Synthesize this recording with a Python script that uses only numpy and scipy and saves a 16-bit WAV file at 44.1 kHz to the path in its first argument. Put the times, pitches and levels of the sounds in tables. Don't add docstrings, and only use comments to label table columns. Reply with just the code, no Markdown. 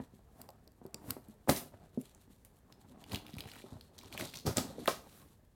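import sys
import numpy as np
from scipy import signal
from scipy.fft import rfft, irfft, next_fast_len
from scipy.io import wavfile
from scipy.ndimage import uniform_filter1d

SR = 44100
rng = np.random.default_rng(int(sys.argv[2]) if len(sys.argv) > 2 else 0)


def natural_amplitude(level_db):
    exponent = np.asarray(level_db, float) / 20
    return 10 ** exponent


def materialize(psi):
    bounded = np.clip(np.atleast_2d(psi).T, -1, 1)
    quanta = np.round(bounded * 32767).astype(np.int16)
    wavfile.write(sys.argv[1], SR, quanta)


N = 244742

# pitch in Hz, gain in dB, time to fall by 60 dB in seconds.
BOX_MODES = [(81.5, -18, 0.11), (113, 1, 0.082), (163.5, -3, 0.089), (215, -6.5, 0.083),
             (254.4, -1.5, 0.084), (303, 2.5, 0.035), (381.8, -0.5, 0.059), (456.6, 2.5, 0.033),
             (542.5, 1, 0.042), (612, 2, 0.035), (695.4, 6, 0.034), (780, 0, 0.04), (842, 1.5, 0.015),
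             (920, 2, 0.017), (1072, 0.5, 0.028), (1250, 2, 0.016), (1545, -2.5, 0.014),
             (1870, -9.5, 0.012)]
# frequency in Hz, relative density in dB per Hz.
CARD_SPECTRUM = [(410, -32.5), (700, -30.5), (852, -2.5), (1680, -7.5), (4150, 0.5), (4990, -7),
                 (7790, -1.5), (14400, -4.5), (16000, -17.5)]


def unit(x):
    return x / np.sqrt(np.mean(x ** 2))


def colour(x, points):
    hz, db = np.transpose(points)
    size = next_fast_len(len(x))
    f = np.maximum(np.fft.rfftfreq(size, 1 / SR), 1)
    gain = natural_amplitude(np.interp(np.log(f), np.log(hz), db))
    return irfft(rfft(x, size) * gain, size)[:len(x)]


def band(x, hz, octaves):
    half = 2 ** (octaves / 2)
    edges = np.clip([hz / half, hz * half], 20, .45 * SR)
    return unit(signal.sosfilt(signal.butter(2, edges, "band", fs=SR, output="sos"), x))


def ring(x, hz, t60):
    pole = np.exp(2j * np.pi * hz / SR - np.log(1000) / (t60 * SR))
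    return signal.lfilter([1], [1, -pole], x).imag


def walk(rate):
    hold = int(SR / rate)
    steps = np.repeat(rng.standard_normal(N // hold + 1), hold)
    return unit(uniform_filter1d(steps, hold)[:N])


def add(out, s, x):
    i = int(s * SR)
    out[i:i + len(x)] += x[:N - i]


def grains(rate, spread_db):
    size_db = spread_db * np.minimum(rng.exponential(size=N), 3.5)
    ticks = (rng.random(N) < rate / SR) * natural_amplitude(size_db)
    puffs = signal.lfilter([1], [1, -np.exp(-1 / (.0012 * SR))], ticks)
    return (unit(puffs) + 1.3) * rng.standard_normal(N)


def shaken_box(spread_db):
    shake = grains(250., spread_db)
    hum = np.zeros(N)
    for hz, gain_db, t60 in BOX_MODES:
        tilt_db = -7.0 * abs(np.log2(hz / 230))
        hum += natural_amplitude(gain_db + tilt_db + 4.7 * walk(15)) * unit(ring(shake, hz, t60))
    return unit(signal.sosfilt(signal.butter(2, 90, "high", fs=SR, output="sos"), hum))


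def knocks():
    # start in seconds, peak in dB, pitch of the struck panel in Hz,
    # softness in dB lost per octave above that pitch.
    blow_table = [(0.0, -30.5, 241, 6.5), (0.136, -48.5, 221, 10), (0.191, -51.5, 226, 9),
                  (0.488, -43.5, 716, 32), (0.815, -43.5, 260, 11), (0.852, -37.5, 283, 9),
                  (0.945, -42, 238, 8), (1.077, -43, 117, 15), (1.103, -41, 130, 9), (1.166, -34.5, 228, 8),
                  (1.284, -44, 220, 34), (1.475, -29.5, 300, 1), (1.483, -27.5, 303, 4),
                  (1.491, -17.5, 215, 10.5), (1.4923, -14.5, 520, 7), (1.974, -25, 260, 23),
                  (3.133, -32.5, 113, 7), (3.336, -38.5, 215, 26), (3.366, -38.5, 106, 10),
                  (3.455, -42, 133, 14.5), (3.64, -39.5, 390, 21), (3.723, -39.5, 143, 7),
                  (3.755, -43, 131, 11.5), (4.148, -38, 161, 1), (4.452, -32.5, 174, 9.5),
                  (4.466, -29.5, 113, 19), (4.572, -34, 254, 16), (4.581, -23, 284, 2.5),
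                  (4.781, -35.5, 425, 42), (4.878, -16, 540, -3)]
    rattle_ms = 7.6
    out, t = np.zeros(N), np.arange(SR // 3) / SR
    mode_hz = np.transpose(BOX_MODES)[0]
    for s, db, panel_hz, soft_db in blow_table:
        push = np.sin(np.pi * np.clip(t * 3 * panel_hz, 0, 1)) ** 2
        rattle = 1.41 * rng.standard_normal(len(t)) * np.exp(-1000 * t / rattle_ms)
        above = np.log2(mode_hz / panel_hz)
        spot_db = 1.5 * rng.standard_normal(len(BOX_MODES))
        reach_db = spot_db - np.maximum(soft_db * above, -11 * above)
        body = np.zeros(len(t))
        for (hz, gain_db, t60), r in zip(BOX_MODES, reach_db):
            body += natural_amplitude(gain_db + r) * ring(push + rattle, hz, t60)
        octaves_up = np.clip(24 / max(soft_db, 1), .8, 4)
        edges = [0.59 * panel_hz, panel_hz * 2 ** octaves_up]
        body = signal.sosfilt(signal.butter(2, edges, "band", fs=SR, output="sos"), body)
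        add(out, s, natural_amplitude(db) * body / np.abs(body).max())
    return out


def room(x):
    low_t60, high_t60, wet_db = 0.17, 0.29, -6.5
    t = np.arange(SR // 2) / SR
    noise = rng.standard_normal(len(t))
    low = signal.sosfilt(signal.butter(1, 1500, fs=SR, output="sos"), noise)
    tail = low * natural_amplitude(-60 * t / low_t60) + (noise - low) * natural_amplitude(-60 * t / high_t60)
    tail = tail * np.clip((t - .004) / 0.0056, 0, 1)
    tail = tail / np.sqrt(np.sum(tail ** 2))
    return natural_amplitude(wet_db) * signal.fftconvolve(x, tail)[:N]


def sliding():
    # time in seconds, rustle in dB before its top end is weighted, rumble of the box in dB.
    slide_table = [(0.0, -68, -61.5), (0.23, -82.5, -71), (0.77, -89, -65.5), (1.0, -80, -60),
                   (1.41, -80, -69), (1.65, -70, -59), (2.13, -69.5, -69), (2.56, -88, -71),
                   (3.01, -68, -60), (3.52, -60, -60), (3.8, -77, -71), (4.2, -52.5, -53.5),
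                   (4.42, -72, -63.5), (4.64, -64, -53.5), (4.98, -62, -62.5), (5.25, -71, -61.5),
                   (5.55, -84.5, -84.5)]
    top_even_db, top_lag = -77.5, 0.7
    s, *columns = np.transpose(slide_table)
    rustle_db, rumble_db = (np.interp(np.arange(N) / SR, s, c) for c in columns)
    top_db = top_lag * (top_even_db - rustle_db)
    card = unit(colour(grains(610.0, 6.8), CARD_SPECTRUM) * natural_amplitude(4.5 * walk(30)))
    top = signal.sosfiltfilt(signal.butter(1, 6000, "high", fs=SR, output="sos"), card)
    rustle = card - top + natural_amplitude(top_db) * top
    rumble = unit(shaken_box(2.2) * natural_amplitude(2.5 * walk(25)))
    return natural_amplitude(rustle_db) * rustle + natural_amplitude(rumble_db) * rumble


def room_tone():
    # frequency in Hz, relative density in dB per Hz.
    tone_spectrum = [(15, -35), (25, 9), (229, -9), (301, -23), (363, -14.5), (1260, -29.5), (1440, -32),
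                     (1700, -27), (2220, -35), (11000, -41), (16000, -40)]
    level_db = -62 + 0.52 * walk(4.1)
    return natural_amplitude(level_db) * unit(colour(rng.standard_normal(N), tone_spectrum))


def scrapes():
    # peak time in seconds, hiss in dB rms at the peak,
    # rise constant in ms, fall constant in ms, box in dB against the hiss.
    drag_table = [(0.413, -66.5, 39, 48, 11.5), (1.104, -54, 36, 38, 7), (1.493, -31, 3.7, 30.2, 4),
                  (1.574, -42.5, 18, 35.3, -12), (2.015, -63, 23, 9.6, -16), (2.452, -62.5, 1.3, 15, -2),
                  (5.17, -63.5, 94, 84, -11)]
    # peak time in seconds, hiss in dB rms at the peak,
    # rise constant in ms, fall constant in ms, box in dB against the hiss.
    scuff_table = [(3.132, -51, 17.7, 33, 12), (3.389, -56, 5, 22, 8), (3.5, -59, 6, 37, -3),
                   (3.59, -62, 25, 84, -1), (3.665, -71.5, 6.6, 35, 16.5), (3.738, -73, 23, 54, 16.5),
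                   (4.139, -56, 17, 29, -10), (4.198, -42.5, 5.6, 52.4, 2), (4.352, -53.5, 10, 42, -2),
                   (4.7, -61.5, 38, 44, 12.5), (4.8, -58.5, 20, 99, 7.5)]
    # peak time in seconds,
    # hiss in dB rms at the peak, box in dB against the hiss.
    slap_table = [(4.466, -39, 10), (4.572, -37.5, 7), (4.884, -38, -3)]
    drag_hz, scuff_hz, slap_hz = 10500, 4400, 4810
    slap_rise_ms, slap_fall_ms = 4.4, 39.2
    out, t = np.zeros(N), np.arange(N) / SR
    crackle = unit(colour(grains(400., 4.), CARD_SPECTRUM))
    box = shaken_box(1.5)
    smooth = rng.standard_normal(N)
    rows = [(*row, drag_hz, smooth) for row in drag_table]
    rows += [(*row, scuff_hz, crackle) for row in scuff_table]
    rows += [(s, db, slap_rise_ms, slap_fall_ms, box_db, slap_hz, smooth) for s, db, box_db in slap_table]
    for s, db, rise_ms, fall_ms, box_db, hz, rub in rows:
        part = slice(int((s - .2) * SR), int((s + .4) * SR))
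        late_ms = 1000 * (t[part] - s)
        swell = np.exp(np.minimum(late_ms / rise_ms, -late_ms / fall_ms))
        hiss = band(rub[part], hz, 1.0) + 2.0 * band(rub[part], 3900.0, 3.7)
        out[part] += natural_amplitude(db) * swell * (unit(hiss) + natural_amplitude(box_db) * box[part])
    return out


def snips():
    # start in seconds, peak in dB, shift in dB of the modes above 6 kHz.
    click_table = [(0.416, -33, 7.5), (0.49, -42.5, -6), (0.504, -47.5, 5), (0.6766, -45.5, -9),
                   (0.719, -55.5, 4), (0.8643, -47.5, 2.5), (0.944, -28, -33), (1.1065, -19, 5)]
    # pitch in Hz, level in dB before that shift, 60 dB decay in seconds.
    steel_modes = [(2900, -11, .0022), (4800, 0, .003), (8000, -2, .002), (11900, 0, .002)]
    out, t = np.zeros(N), np.arange(SR // 20) / SR
    for s, db, upper_db in click_table:
        touch = rng.standard_normal(len(t)) * np.exp(-1000 * t / 1.1)
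        jolt = np.diff(touch, prepend=0)
        click = np.zeros(len(t))
        for hz, mode_db, t60 in steel_modes:
            shift_db = upper_db if hz > 6000 else 0
            click += natural_amplitude(mode_db + shift_db) * unit(ring(jolt, hz, t60))
        add(out, s, natural_amplitude(db) * click / np.abs(click).max())
    return out


def cracks():
    # start in seconds, peak in dB, ring in Hz.
    crack_table = [(1.105, -34.5, 1480), (1.285, -53, 9200), (1.4914, -22.5, 1800), (1.497, -15.5, 4640),
                   (1.5627, -29, 4340), (2.0137, -41, 9500), (2.148, -48.5, 7000), (2.449, -42, 9400),
                   (2.7242, -47, 4360), (3.04, -42.5, 3220), (3.1195, -31.5, 3340), (3.133, -33.5, 810),
                   (3.1467, -27.5, 3100), (3.1579, -26.5, 3900), (3.367, -43, 800), (3.384, -34, 2950),
                   (3.4062, -29.5, 3400), (3.4878, -41.5, 2630), (3.516, -40, 3500), (3.563, -46.5, 1490),
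                   (3.8104, -40, 3650), (3.9837, -45.5, 6400), (4.034, -47, 1210), (4.296, -43, 4400),
                   (4.1264, -35, 3080), (4.1767, -28, 2400), (4.198, -30, 1430), (4.2096, -29, 2510),
                   (4.2554, -32, 7800), (4.338, -36.5, 2020), (4.3712, -34.5, 4400), (4.4663, -27, 7350),
                   (4.5705, -16, 7040), (4.582, -20, 3700), (4.8579, -32, 1790), (4.8762, -17.5, 2860)]
    snap_ms, fizz_ms = 0.63, 2.7
    out, t = np.zeros(N), np.arange(SR // 8) / SR
    for s, db, hz in crack_table + tearing():
        fade = np.exp(-1000 * t / snap_ms) + .5 * np.exp(-1000 * t / fizz_ms)
        burst = rng.standard_normal(len(t)) * fade
        snap = band(burst, hz, 0.95) + 0.63 * band(burst, 4600.0, 3.5)
        snap = snap + 0.17 * np.roll(snap, int(.0021 * SR))
        add(out, s, natural_amplitude(db) * snap / np.abs(snap).max())
    return out


def tearing():
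    # start in seconds, end in seconds, typical peak in dB, typical ring in Hz.
    tear_table = [(3.1, 3.2, -41, 2500), (3.26, 3.36, -50, 3500), (3.42, 3.62, -46, 2600),
                  (3.96, 4.06, -50, 4500), (4.13, 4.3, -42, 3800), (4.335, 4.405, -38, 4400)]
    gap_ms, spread_db, spread_octaves = 9, 4.0, 0.25
    rows = []
    for start, end, db, hz in tear_table:
        gap, size, pitch = rng.standard_normal((60, 3)).T
        times = start + np.cumsum(gap_ms / 1000 * np.exp(.6 * gap))
        levels_db = db + spread_db * size
        rings_hz = hz * 2 ** (spread_octaves * pitch)
        rows += [row for row in zip(times, levels_db, rings_hz) if row[0] < end]
    return rows


def scene():
    blows, snaps, steel = knocks(), cracks(), snips()
    walls = room(blows + natural_amplitude(-3) * snaps + natural_amplitude(-13) * steel)
    return (blows + snaps + steel + walls + scrapes() + sliding() + room_tone())[None]


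def roll_off(x):
    return signal.sosfilt(signal.butter(12, 16470, fs=SR, output="sos"), x)


def record(dry):
    mic = signal.sosfilt(signal.butter(3, 50, "high", fs=SR, output="sos"), dry)
    return roll_off(mic)


dry = scene()
out = record(dry)
materialize(out)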